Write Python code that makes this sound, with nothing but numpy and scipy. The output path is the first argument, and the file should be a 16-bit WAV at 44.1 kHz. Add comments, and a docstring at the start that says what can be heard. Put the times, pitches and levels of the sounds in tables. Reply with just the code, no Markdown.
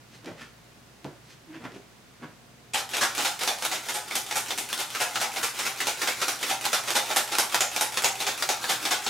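"""Soft slaps over a faint hum come first: cutlets are turned on a floured plastic board, with peeling smacks and a rub.
Then a steel trigger sifter works over them, about 4.5 squeezes a second: nearly every one opens with a tick,
its blades scrape the mesh and it clacks on the stop; the spring throws the trigger back with a second clack.
Slaps, peels, scrape and clacks are noise bursts through resonant filters; the rub and the hum are sines.
A small, hard kitchen adds a short random echo to each event."""
import sys
import numpy as np
from scipy import signal
from scipy.fft import rfft, irfft, next_fast_len
from scipy.io import wavfile
from scipy.ndimage import uniform_filter1d, map_coordinates

SR = 44100
rng = np.random.default_rng(int(sys.argv[2]) if len(sys.argv) > 2 else 0)


def transcribe(u):
    """Save the signal u as a 16-bit wav file named by the first command-line argument.

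    u: samples, shape (n,) or (channels, n), limited to [-1, 1]; the rate is SR.
    q: integer samples, one column per channel.
    """
    v = np.clip(np.atleast_2d(u).T, -1, 1)
    q = np.round(v * 32767).astype(np.int16)
    wavfile.write(sys.argv[1], SR, q)


N = 400869

# appliance hum partials: [f/Hz, mean level/dB]
HUM = [(59.2, -70.5), (87, -75), (118.6, -63.5), (231.5, -70), (711, -75), (1420, -80), (4791, -81),
       (6455, -83)]
# colour of the room air: [f/Hz, relative level per Hz/dB]
AIR = [(25, -16), (45, -13), (85, -6), (125, 9.5), (180, 4), (240, 3.5), (400, -0.5), (800, -4.5),
       (1900, -7), (6500, -14), (16000, -24.5)]
# stereo width of the room air: [f/Hz, side against mid/dB]
AIR_WIDTH = [(60, -9), (160, -7), (400, -4.5), (1000, -3), (12000, -1.5)]
# meat and fingers meet the board: [t/s, relative thud level/dB, thud f/Hz, relative smack level/dB, smack f/Hz,
# dry flour brightness/dB, rise/s, t60/s]
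PATS = [(0.152, -60, 200, -52.5, 1500, 12, 0.029, 0.16), (0.278, -37, 157, -43.5, 650, -11, 0.018, 0.19),
        (0.417, -51, 233, -43, 1410, 2, 0.024, 0.16), (1.049, -33.5, 151, -46, 560, -27, 0.0025, 0.15),
        (1.321, -63, 200, -52.5, 1500, 13, 0.043, .11), (1.561, -49, 300, -46.5, 1900, -6, 0.031, 0.11),
        (1.615, -46.5, 125, -60, 900, -8, 0.01, 0.087), (1.652, -37.5, 234, -39, 1320, -11, 0.016, 0.099),
        (1.75, -45, 322, -52, 850, 0, 0.025, 0.21), (2.238, -39.5, 242, -41.5, 1200, -13, 0.012, 0.084),
        (2.287, -53, 130, -59, 1000, -8, 0.009, 0.15)]
# board under a thud: [f/Hz, relative level per Hz/dB]
THUD_COLOUR = [(60, -25), (110, -2), (150, 7.5), (200, 2), (300, 7), (430, 1), (600, 1.5), (900, -6),
               (2000, -43.5)]
# wet or floury surface under a smack: [f/Hz, relative level per Hz/dB]
SMACK_COLOUR = [(250, -35), (700, -10), (1100, -6), (1700, -2.5), (3000, -3.5), (6000, -10.5), (10000, -21),
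                (16000, -31)]
# sticky skin peels off the board: [t/s, relative level/dB]
PEELS = [(0.245, -42), (0.259, -35), (0.398, -44), (0.421, -45), (1.6425, -45), (1.719, -46)]
# a damp cutlet drags on the board: [t/s, mean slip rate f/Hz, relative level/dB]
DRAG = [(1.465, 335, -66), (1.48, 335, -49), (1.505, 305, -41), (1.53, 320, -44), (1.548, 320, -50),
        (1.565, 320, -38.5), (1.588, 310, -52), (1.612, 235, -46), (1.66, 245, -39), (1.7, 260, -52),
        (1.715, 340, -64), (1.75, 395, -46), (1.8, 380, -47), (1.83, 380, -70)]
# the trigger is pressed home: [t/s, relative level/dB, share of the first snap/0-1, ping f/Hz, ping lift/dB,
# body lift/dB, rim lift/dB, treble lift/dB]
PRESSES = [(2.736, -29.5, 1, 7960, 13, -12, -11, -3), (2.934, -27, 0.14, 3140, 10, 0, -3, -2),
           (3.179, -25.5, 0.32, 7000, 13, -0.5, -2, -7), (3.409, -28, 0.34, 5100, 7, 0, -4, -3),
           (3.65, -29.5, 1, 3600, 7, 2.5, 2.5, 6), (3.886, -30, 0.3, 1990, 6, -2.5, -2, 1.5),
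           (4.11, -34.5, 1, 2240, 12, 3, -1, -4), (4.311, -30, 0.73, 2060, 5, 0.5, -4, 0),
           (4.506, -30, 0.73, 3430, 7.5, 1.5, -2, -1), (4.729, -30, 0.98, 3440, 9, -3, -2, 3.5),
           (4.949, -31, 0.45, 2230, 5, -7, 1, 0), (5.157, -29, 0.64, 5120, 0, 3, 1, -3),
           (5.361, -30, 0.3, 3770, 3, 1.5, -6, -1), (5.588, -30, 0.24, 3340, -5, -2.5, -0.5, 1.5),
           (5.804, -28, 0.68, 1840, 9, -2, -1, 1.5), (6.018, -27, 0.7, 1790, 7, -2, -1.5, -2),
           (6.216, -25, 0.44, 4210, 3, -2.5, 0, -0.5), (6.429, -28, 1, 1990, 7, -4, -4, -2),
           (6.653, -26.5, 0.95, 4070, 6, 3, -1, 1.5), (6.874, -29, 0, 2360, 4, 2, 0, 1),
           (7.101, -29, 0.03, 2480, 8, 6, 0.5, -1), (7.318, -28.5, 0.2, 2240, 8, -0.5, -2, -1),
           (7.545, -23.5, 0.84, 3600, 1, 1, 1, 1), (7.763, -29, 1, 6080, 2, 0, -6, 2.5),
           (7.973, -26, 0.68, 5660, 2, -4, -1, -1), (8.203, -30, 0.43, 3970, 11, -2, -9, 1.5),
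           (8.424, -26.5, 0.74, 4520, 8, -2.5, 0.5, 0), (8.641, -30.5, 1, 1740, 9, 1.5, -3, -2),
           (8.852, -26, 0.5, 5730, 5, 0.5, -3.5, -3), (9.063, -27.5, 0.2, 4540, 8, -1.5, -4, -6)]
# the spring throws the trigger back: [t/s, relative level/dB, share of the first snap/0-1, ping f/Hz, ping lift/dB,
# body lift/dB, rim lift/dB, treble lift/dB]
RELEASES = [(2.744, -28, 0.82, 3060, 7, 2.5, 1.5, 1.5), (3.01, -24.5, 0.34, 5950, 9, 0, 4.5, -1),
            (3.248, -26, 0.57, 6810, 3, 0, -1.5, 1), (3.476, -25.5, 0.98, 3630, 0, 0, -3.5, -1.5),
            (3.714, -30.5, 0.36, 6840, 9, 3, -2, 0.5), (3.941, -32.5, 0.22, 8740, 13, 2, -3, 5.5),
            (4.154, -29, 0.9, 4110, 1, -1, -6.5, 6), (4.356, -29, 0.3, 7130, 5, 0, -0.5, 7),
            (4.577, -35, 0.64, 2370, 11, 1, -8, 9.5), (4.789, -31, 0.3, 3620, 6, -0.5, -4, 5),
            (5.002, -27.5, 0.15, 2520, 11, 2.5, 1.5, 4.5), (5.214, -29.5, 0.6, 2350, -2, 5.5, 2.5, 2.5),
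            (5.43, -27.5, 0.47, 3870, -2, -4.5, -2, 3), (5.651, -30, 0.1, 3620, 4, 0, -1.5, 4),
            (5.87, -27.5, 0.97, 7940, 1, -0.5, -4, 1), (6.075, -27, 0.94, 2160, 5, 1.5, -0.5, 0.5),
            (6.282, -29.5, 0.97, 5700, 4, -1.5, -1, 3.5), (6.497, -28.5, 0.44, 2330, 10.5, 4, -2, 2),
            (6.731, -24.5, 0.93, 2580, -3.5, 1.5, -1, 2), (6.953, -23, 0.51, 3670, 4, 0.5, -1, 1.5),
            (7.162, -26, 0.95, 5760, 3, 1, 0, 6.5), (7.385, -24, 0.95, 5730, 1, 1, -1.5, 4.5),
            (7.607, -25.5, 0.94, 6820, 10.5, 3, -1, 2), (7.81, -28, 0.92, 7350, 2, 3, -1, 7.5),
            (8.044, -23.5, 0.88, 6700, 7.5, 2.5, -3.5, 1), (8.267, -28, 0.6, 6870, 9, 0.5, -3, -1.5),
            (8.49, -26.5, 0.93, 6600, 5.5, 4, -3, -0.5), (8.697, -27, 0.68, 3250, 7, 2, -1, 2.5),
            (8.908, -24, 0.25, 6660, 10, 0, -2.5, -0.5)]
# extra clacks and rebounds, during the strokes and just after the stops: [t/s, relative level/dB, share of the
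# first snap/0-1]
EXTRA_CLACKS = [(2.772, -33, 0.4), (2.79, -36, .4), (2.968, -29, 0.54), (3.034, -28.5, 0.4),
                (3.207, -32, 0.6), (3.435, -31, 0.9), (3.622, -31, 0.2), (3.747, -36, 0.3),
                (4.585, -33, 0.95), (6.412, -39, 0.5), (6.642, -37, 0.9), (6.905, -28, 0.74),
                (7.133, -38, 0.87), (7.169, -25.5, 0.7), (7.352, -31, 1), (8.038, -32, .9),
                (8.221, -32.5, 0.45), (8.668, -57, 0.9), (8.69, -29, 0.14)]
# colour of one steel contact: [f/Hz, relative level per Hz/dB]
CLACK_COLOUR = [(60, -27.5), (130, -16.5), (250, -12.5), (500, -3.5), (800, 1), (1080, -3), (2000, -1),
                (3200, -2.5), (6000, -4.5), (8300, -9), (11000, -12.5), (15000, -20.5), (16000, -44)]
# mean resonances of the steel can and spring: [f/Hz, width/Hz, lift/dB]
CAN = [(232.8, 12, 9), (379, 15.5, 4), (404, 23, 4), (509.6, 20, 3), (718.6, 23, 4.5), (773.5, 22, 6),
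       (841, 36, 7), (953, 31, 2), (1355, 28, 1.5), (1386, 440, 5), (1664, 42, 1), (2510, 640, 1),
       (3630, 400, 3), (5660, 140, 1), (9260, 390, 0.5)]
# the linkage takes up its slack and the stroke begins: [t/s, relative level/dB]
TICKS = [(2.891, -45.5), (3.15, -38.5), (3.392, -42), (3.586, -45), (3.836, -49), (4.06, -54), (4.264, -45),
         (4.461, -44.5), (4.689, -43), (4.903, -44), (5.11, -47), (5.318, -45), (5.546, -46), (5.761, -46),
         (5.973, -45), (6.171, -46), (6.391, -46), (6.611, -41), (6.837, -42.5), (7.058, -43.5),
         (7.277, -43), (7.497, -44), (7.716, -42.5), (7.923, -42), (8.155, -44), (8.377, -40.5),
         (8.597, -52), (8.802, -47), (9.023, -46)]
# blades on the mesh over time: [t/s, relative level/dB]
SCRAPE = [(2.85, -49), (2.92, -35), (3.11, -31), (4.03, -36), (4.38, -36.5), (6.1, -32), (7.11, -33.5),
          (7.44, -33), (9.09, -32)]
# colour of the mesh: [f/Hz, relative level per Hz/dB]
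MESH_COLOUR = [(100, -33), (300, 1.5), (800, -5), (1100, 0.5), (2500, -0.5), (6500, -0.5), (10000, -5.5),
               (15000, -12.5)]
# where the sifter is held: [t/s, left against right/dB]
PAN = [(2.7, 0.5), (3.27, -0.5), (4.17, -0.5), (4.83, 0.5), (7.01, -1), (9.09, 0.5)]
# the sifter comes nearer or moves off: [t/s, direct level of press and release clacks/dB]
DIRECT = [(2.7, -5.5), (5, -0.5), (6.9, -5), (7.6, 0), (8.1, -0.5), (9, -2.5)]
# full-length decay of the kitchen: [f/Hz, t60/s]
KITCHEN = [(150, 0.17), (800, 0.41), (3000, 0.3), (7000, 0.33), (14000, 0.29)]
# lift of the first strong echo over the others: [f/Hz, added gain]
CEILING = [(200, 1.8), (780, 0.98), (1200, 0.35), (10000, 0.31)]
# stereo width of the echoes: [f/Hz, side against mid/dB]
ECHO_WIDTH = [(130, -13), (260, -10.5), (500, -9.8), (1500, -7.8), (7000, -8), (13000, -4.8)]

SIZE = 16384  # samples in a filter design
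HZ = np.fft.rfftfreq(SIZE, 1 / SR)
TIME = np.arange(N) / SR
TOP_HZ = 15900  # upper band limit
CEILING_S = 0.013  # delay of the first strong echo
HUM_WAVER_DB = 1.6
SLAP_S, SLAP_DB = 1.045, -20.5  # a cutlet lands flat, with a crisp edge
DRAG_ROUGH = 0.025  # unevenness of the slip rate, as a fraction
CAN_DETUNE, CAN_SCATTER_DB = 0.012, 1.2  # grip and flour shift each resonance a little from blow to blow
GRAZE_S, GRAZE_RISE_S = 0.012, 0.0016  # a blade's graze before it lands: lead, swelling time
PING_WIDTH = 0.2  # a ping is brief: its bandwidth over its pitch
PING_SCATTER_OCTAVES = 0.25  # each tick of the linkage pings at a new pitch
SECOND_TICK_S, SECOND_TICK_DB = 0.022, -49.5  # the blades break loose just after the tick: delay, relative level
SWEEP_S = 0.035  # how long the blades run fast on either side of a stop
SPIN_UP_S = 0.01  # the blades gather speed after the tick
RASPS_PER_S, RASP_DB = 70, 9  # a blade snags on a mesh wire: mean rate, mean kick over the grating
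RASP_S = 0.0012  # decay time of one snag


def amp(db):
    """Decibels to gain."""
    return 10 ** (np.asarray(db) / 20)


def unit(x):
    """Scale to rms 1."""
    return x / np.sqrt(np.mean(x ** 2) + 1e-20)


def blow(x):
    """Scale to energy 1."""
    return x / (np.linalg.norm(x) + 1e-12)


def along(points, hz):
    """Read (Hz, value) points on a log frequency axis."""
    f, v = np.transpose(points)
    return np.interp(np.log(hz + 1), np.log(f), v)


def wobble(rate, count=N):
    """A smooth random curve, rate knots a second."""
    knots = rng.standard_normal(int(count * rate / SR) + 4)
    return map_coordinates(knots, [np.arange(count) * rate / SR], order=2)


def filtered(x, gain):
    """Shape x by a gain that depends on frequency."""
    count = x.shape[-1]
    m = next_fast_len(count + 8192)
    return irfft(rfft(x, m) * gain(np.fft.rfftfreq(m, 1 / SR)), m)[..., :count]


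def ring(db):
    """Causal (minimum-phase) impulse response with the given gain on HZ."""
    cepstrum = irfft(np.log(amp(db)))
    cepstrum[1:SIZE // 2] *= 2
    cepstrum[SIZE // 2 + 1:] = 0
    return irfft(np.exp(rfft(cepstrum)))[:SIZE // 4]


def bump(hz, width):
    """A resonance curve of height 1 on HZ."""
    return 1 / (1 + (2 * (HZ - hz) / width) ** 2)


def grains(count, rate):
    """Tiny random contacts, rate a second, with rms 1."""
    return unit(rng.standard_normal(count) * (rng.random(count) < rate / SR))


def even(x, size=12):
    """Flatten the broad colour of a burst of contacts and keep its timing."""
    z = rfft(x)
    power = uniform_filter1d(abs(z) ** 2, size)
    return irfft(z / np.sqrt(abs(power) + 1e-12), len(x))


def add(track, s, sound):
    """Mix a stereo sound into the track at time s."""
    start = max(round(s * SR), 0)
    part = track[:, start:start + sound.shape[1]]
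    part += sound[:, :part.shape[1]]


def spread(pair, width):
    """Two unrelated signals become mid and side of a diffuse stereo field."""
    side = filtered(pair[1], lambda hz: amp(along(width, hz)))
    return np.array([pair[0] + side, pair[0] - side])


def panned(x, db):
    """Left louder than right by db."""
    return x * amp(np.array([[0.5], [-0.5]]) * db)


def in_kitchen(x, wet_db, length=1, build=0.00053, direct_db=0):
    """Direct sound, then worktop and walls: decaying noise, drawn afresh for each sound."""
    hz, t, z = signal.stft(rng.standard_normal((2, SR // 3)), SR, nperseg=256)
    first_echo = along(CEILING, hz)[:, None] * np.exp(-((t - CEILING_S) / 0.0037) ** 2)
    decay = amp(-60 * t / (length * along(KITCHEN, hz))[:, None])
    tail = signal.istft(z * (1 + first_echo) * decay, SR, nperseg=256)[1]
    tail *= 1 - np.exp(-(np.arange(tail.shape[1]) / SR / build) ** 2)
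    tail = np.array([blow(even(part, size=36)[:3 * SR // 10]) for part in tail])
    echo = amp(wet_db) * spread(tail, ECHO_WIDTH)
    echo[:, 0] += amp(direct_db)  # the direct sound
    return signal.fftconvolve(x[None], echo, axes=1)


def background(air_db=-53.5):
    """Room air is coloured noise; the appliance hum is sines that waver in level and phase."""
    noise = filtered(rng.standard_normal((2, N)), lambda hz: amp(along(AIR, hz)))
    air = unit(spread(noise, AIR_WIDTH))
    hum = 0
    for hz, db in HUM:
        level = np.sqrt(2) * amp(db + HUM_WAVER_DB * wobble(rate=4.1))
        hum = hum + level * np.sin(2 * np.pi * hz * TIME + 0.5 * wobble(rate=17))
    return amp(air_db) * air + hum


def cutlets(lead=0.093, boom_db=8, boom_width=0.16, cup_db=7, cup_width=1.0):
    """Soft meat presses onto the board: low thuds, surface smacks coloured by dry flour, one flat slap."""
    out, t = np.zeros((2, N)), np.arange(SR // 3) / SR - lead
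    floury = along([(1500, 0.066), (4500, 0.9)], HZ)
    for s, thud_db, thud_hz, smack_db, smack_hz, bright_db, rise, t60 in PATS:
        press = np.where(t < 0, np.exp(-abs(t) / rise), amp(-60 * abs(t) / t60))
        # each spot of the board booms at its own pitch
        board = ring(along(THUD_COLOUR, HZ) + boom_db * bump(thud_hz, boom_width * thud_hz))
        thud = signal.fftconvolve(even(press * grains(len(t), rate=6000), size=24), board)
        cup = cup_db * bump(smack_hz, cup_width * smack_hz)
        surface = ring(along(SMACK_COLOUR, HZ) + bright_db * floury + cup)
        smack = signal.fftconvolve(press * grains(len(t), rate=2600), surface)
        # a longer press carries more energy
        sound = np.linalg.norm(press) * (amp(thud_db) * blow(thud) + amp(smack_db) * blow(smack))
        add(out, s - lead, in_kitchen(sound, wet_db=-2.0))
    slap = amp(SLAP_DB) * blow(ring(along(SMACK_COLOUR, HZ)))
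    add(out, SLAP_S, in_kitchen(slap, wet_db=0))
    return out


def peels(gain_db=15, t60=0.015, bright_db=9):
    """Sticky skin lets go of the board in crisp crackles: short decaying bursts of tiny contacts."""
    out, t = np.zeros((2, N)), np.arange(SR // 30) / SR
    skin = ring(along(SMACK_COLOUR, HZ) + bright_db * along([(1500, 0.19), (4500, 0.81)], HZ))
    for s, db in PEELS:
        burst = even(grains(len(t), rate=3100) * amp(-60 * t / t60))
        crackle = signal.fftconvolve(burst, skin)
        add(out, s, in_kitchen(amp(db + gain_db) * blow(crackle), wet_db=-4))
    return out


def drag(unsteady_db=3, gain_db=-2.5):
    """Stick and slip on the plastic make a short, low, uneven rubbing tone."""
    s, hz, db = np.transpose(DRAG)
    t = np.arange(s[0], s[-1], 1 / SR)
    slip_hz = np.interp(t, s, hz) * (1 + DRAG_ROUGH * wobble(rate=130, count=len(t)))
    phase = 2 * np.pi * np.cumsum(slip_hz) / SR
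    slips = np.sin(phase) + amp(-14) * np.sin(phase / 2) + amp(-24) * np.sin(3 * phase)
    grip_db = np.interp(t, s, db) + gain_db + unsteady_db * wobble(rate=130, count=len(t))
    out = np.zeros((2, N))
    add(out, s[0], in_kitchen(amp(grip_db) * slips, wet_db=-7))
    return out


def can_db():
    """The resonances of the can for one blow, slightly scattered, in dB on HZ."""
    total = 0
    for hz, width, db in CAN:
        lift = db + CAN_SCATTER_DB * rng.standard_normal()
        total = total + lift * bump(hz * (1 + CAN_DETUNE * rng.standard_normal()), width)
    return total


def spot():
    """The blades touch a new spot each time, which favours other modes: a random curve on HZ."""
    return np.interp(np.sqrt(HZ / HZ[-1]), np.linspace(0, 1, num=120), rng.standard_normal(120))


def contacts(share, ping_hz, ping_db, lead, soft_rise=0.0041, chatter_time=0.0069, chatter_rate=3400,
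             graze_db=-15, snap_t60=0.01):
    """A blade grazes its stop and snaps home with a short ping; the remaining energy is chatter."""
    t = np.arange(SR // 14) / SR - lead
    after = np.maximum(t, 0)
    graze = blow(grains(len(t), rate=3900) * (t < 0) * np.exp(-abs(t) / GRAZE_RISE_S))
    # a square hit snaps at once, a glancing one takes longer
    rise = soft_rise * (1 - share) ** 3 + 1 / SR
    envelope = amp(-60 * after / snap_t60) * (1 - np.exp(-after / rise))
    snap = even(rng.standard_normal(len(t)) * envelope) * (t >= 0)
    ping = ring(ping_db * bump(ping_hz, PING_WIDTH * ping_hz) + along([(6000, 0.5), (14000, 3)], HZ))
    snap = blow(signal.fftconvolve(snap, ping)[:len(t)])
    # the chatter comes in small rebounds, a few ms apart
    rebounds = amp(3.5 * wobble(rate=420, count=len(t)))
    chatter = grains(len(t), chatter_rate) * rebounds * after * np.exp(-after / chatter_time)
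    chatter = blow(even(chatter, size=16))
    return np.sqrt(share) * (snap + amp(graze_db) * graze) + np.sqrt(1 - share) * chatter


def clack(db, snap, ping_hz, ping_db, body_db, rim_db, treble_db, spot_db=1.0, gain_db=29):
    """One steel contact rings the can; it begins GRAZE_S before the blow."""
    body = along([(420, 0), (700, 1), (870, 1), (1080, 0)], HZ)
    rim = along([(950, 0), (1200, 1), (1600, 1), (2200, 0)], HZ)
    treble = along([(4500, 0), (9500, 1)], HZ)
    strike = contacts(np.clip(snap, 0, 1), ping_hz, ping_db, GRAZE_S)
    can = ring(along(CLACK_COLOUR, HZ) + can_db() + spot_db * spot())
    hit = blow(signal.fftconvolve(strike, can))
    tone_db = db + gain_db + body_db * body + rim_db * rim + treble_db * treble
    return irfft(rfft(hit, SIZE) * amp(tone_db))[:len(hit)]


def clacks():
    """The pressed trigger damps the steel, so its echo is short; let go, it lands fuller and rings on."""
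    out = np.zeros((2, N))
    near = lambda s: np.interp(s, *np.transpose(DIRECT))
    for s, *row in PRESSES:
        add(out, s - GRAZE_S, in_kitchen(clack(*row), wet_db=1.5, length=0.41, direct_db=near(s)))
    for s, *row in RELEASES:
        add(out, s - GRAZE_S, in_kitchen(clack(*row), wet_db=5.0, length=0.96, direct_db=near(s)))
    for s, db, snap in EXTRA_CLACKS:
        hit = clack(db, snap, ping_hz=2940, ping_db=-1, body_db=-1, rim_db=-2.5, treble_db=2.0)
        add(out, s - GRAZE_S, in_kitchen(hit, wet_db=1.0, length=0.92))
    return out


def ticks(tick_hz=2600):
    """Slack in the linkage closes with a thin double tick: two small clacks with the same ping."""
    out = np.zeros((2, N))
    gap = round(SECOND_TICK_S * SR)
    for s, db in TICKS:
        ping_hz = tick_hz * 2 ** (PING_SCATTER_OCTAVES * rng.standard_normal())
        tone = dict(snap=1.0, ping_hz=ping_hz, ping_db=7.5, body_db=-2.0, rim_db=-4.0, treble_db=5.0)
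        first = clack(db, **tone)
        second = clack(SECOND_TICK_DB, **tone)
        both = np.pad(first, (0, gap)) + np.pad(second, (gap, 0))
        add(out, s - GRAZE_S, in_kitchen(both, wet_db=5.0, length=0.57))
    return out


def snags(count):
    """Gain of the grating: single wires snag the blades at uneven moments, each kick dying away."""
    kicks = (rng.random(count) < RASPS_PER_S / SR) * amp(RASP_DB + 2 * rng.standard_normal(count))
    return unit(1 + signal.lfilter([1], [1, -np.exp(-1 / (RASP_S * SR))], kicks))


def scraping(lead=0.0013, swell_db=5.0, gain_db=-11.0, rest_db=-7, can_share=0.94, spot_db=2.5):
    """Wire blades grate over the mesh from each tick on, swell just before a stop and ease after release."""
    out = np.zeros((2, N))
    starts = [s for s, _ in TICKS]
    ends = starts[1:] + [N / SR]
    presses = [row[0] for row in PRESSES[1:]]  # the first squeeze has no tick and no scrape
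    releases = [row[0] for row in RELEASES[1:]] + [N / SR]
    for start, end, press, release in zip(starts, ends, presses, releases):
        t = np.arange(start, end, 1 / SR)
        speed = np.max([np.exp(-((t - stop + lead) / SWEEP_S) ** 2) for stop in (press, release)], axis=0)
        resting = np.clip((t - release) / SWEEP_S - 0.5, 0, 1)
        stroke_db = np.interp(t, *np.transpose(SCRAPE))
        level = amp(stroke_db + swell_db * speed + rest_db * resting + gain_db)
        uneven_db = 5 * np.tanh(wobble(rate=180, count=len(t)))
        grit = np.sign(grains(len(t), rate=4500)) * amp(uneven_db) * snags(len(t))
        grit = unit(grit) * (1 - np.exp(-(t - start) / SPIN_UP_S))
        mesh = blow(ring(along(MESH_COLOUR, HZ) + can_share * can_db() + spot_db * spot()))
        add(out, start, in_kitchen(signal.fftconvolve(level * grit, mesh), wet_db=5.5))
    return out


def scene():
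    """The sifter wanders over the board; the rest stays a little to the right."""
    board = panned(background() + cutlets() + peels() + drag(), db=-0.8)
    sifter = panned(clacks() + ticks() + scraping(), np.interp(TIME, *np.transpose(PAN)))
    return board + sifter


def record(dry):
    """A steep low-pass keeps nothing above TOP_HZ."""
    return filtered(dry, lambda hz: hz < TOP_HZ)


dry = scene()
out = record(dry)
transcribe(out)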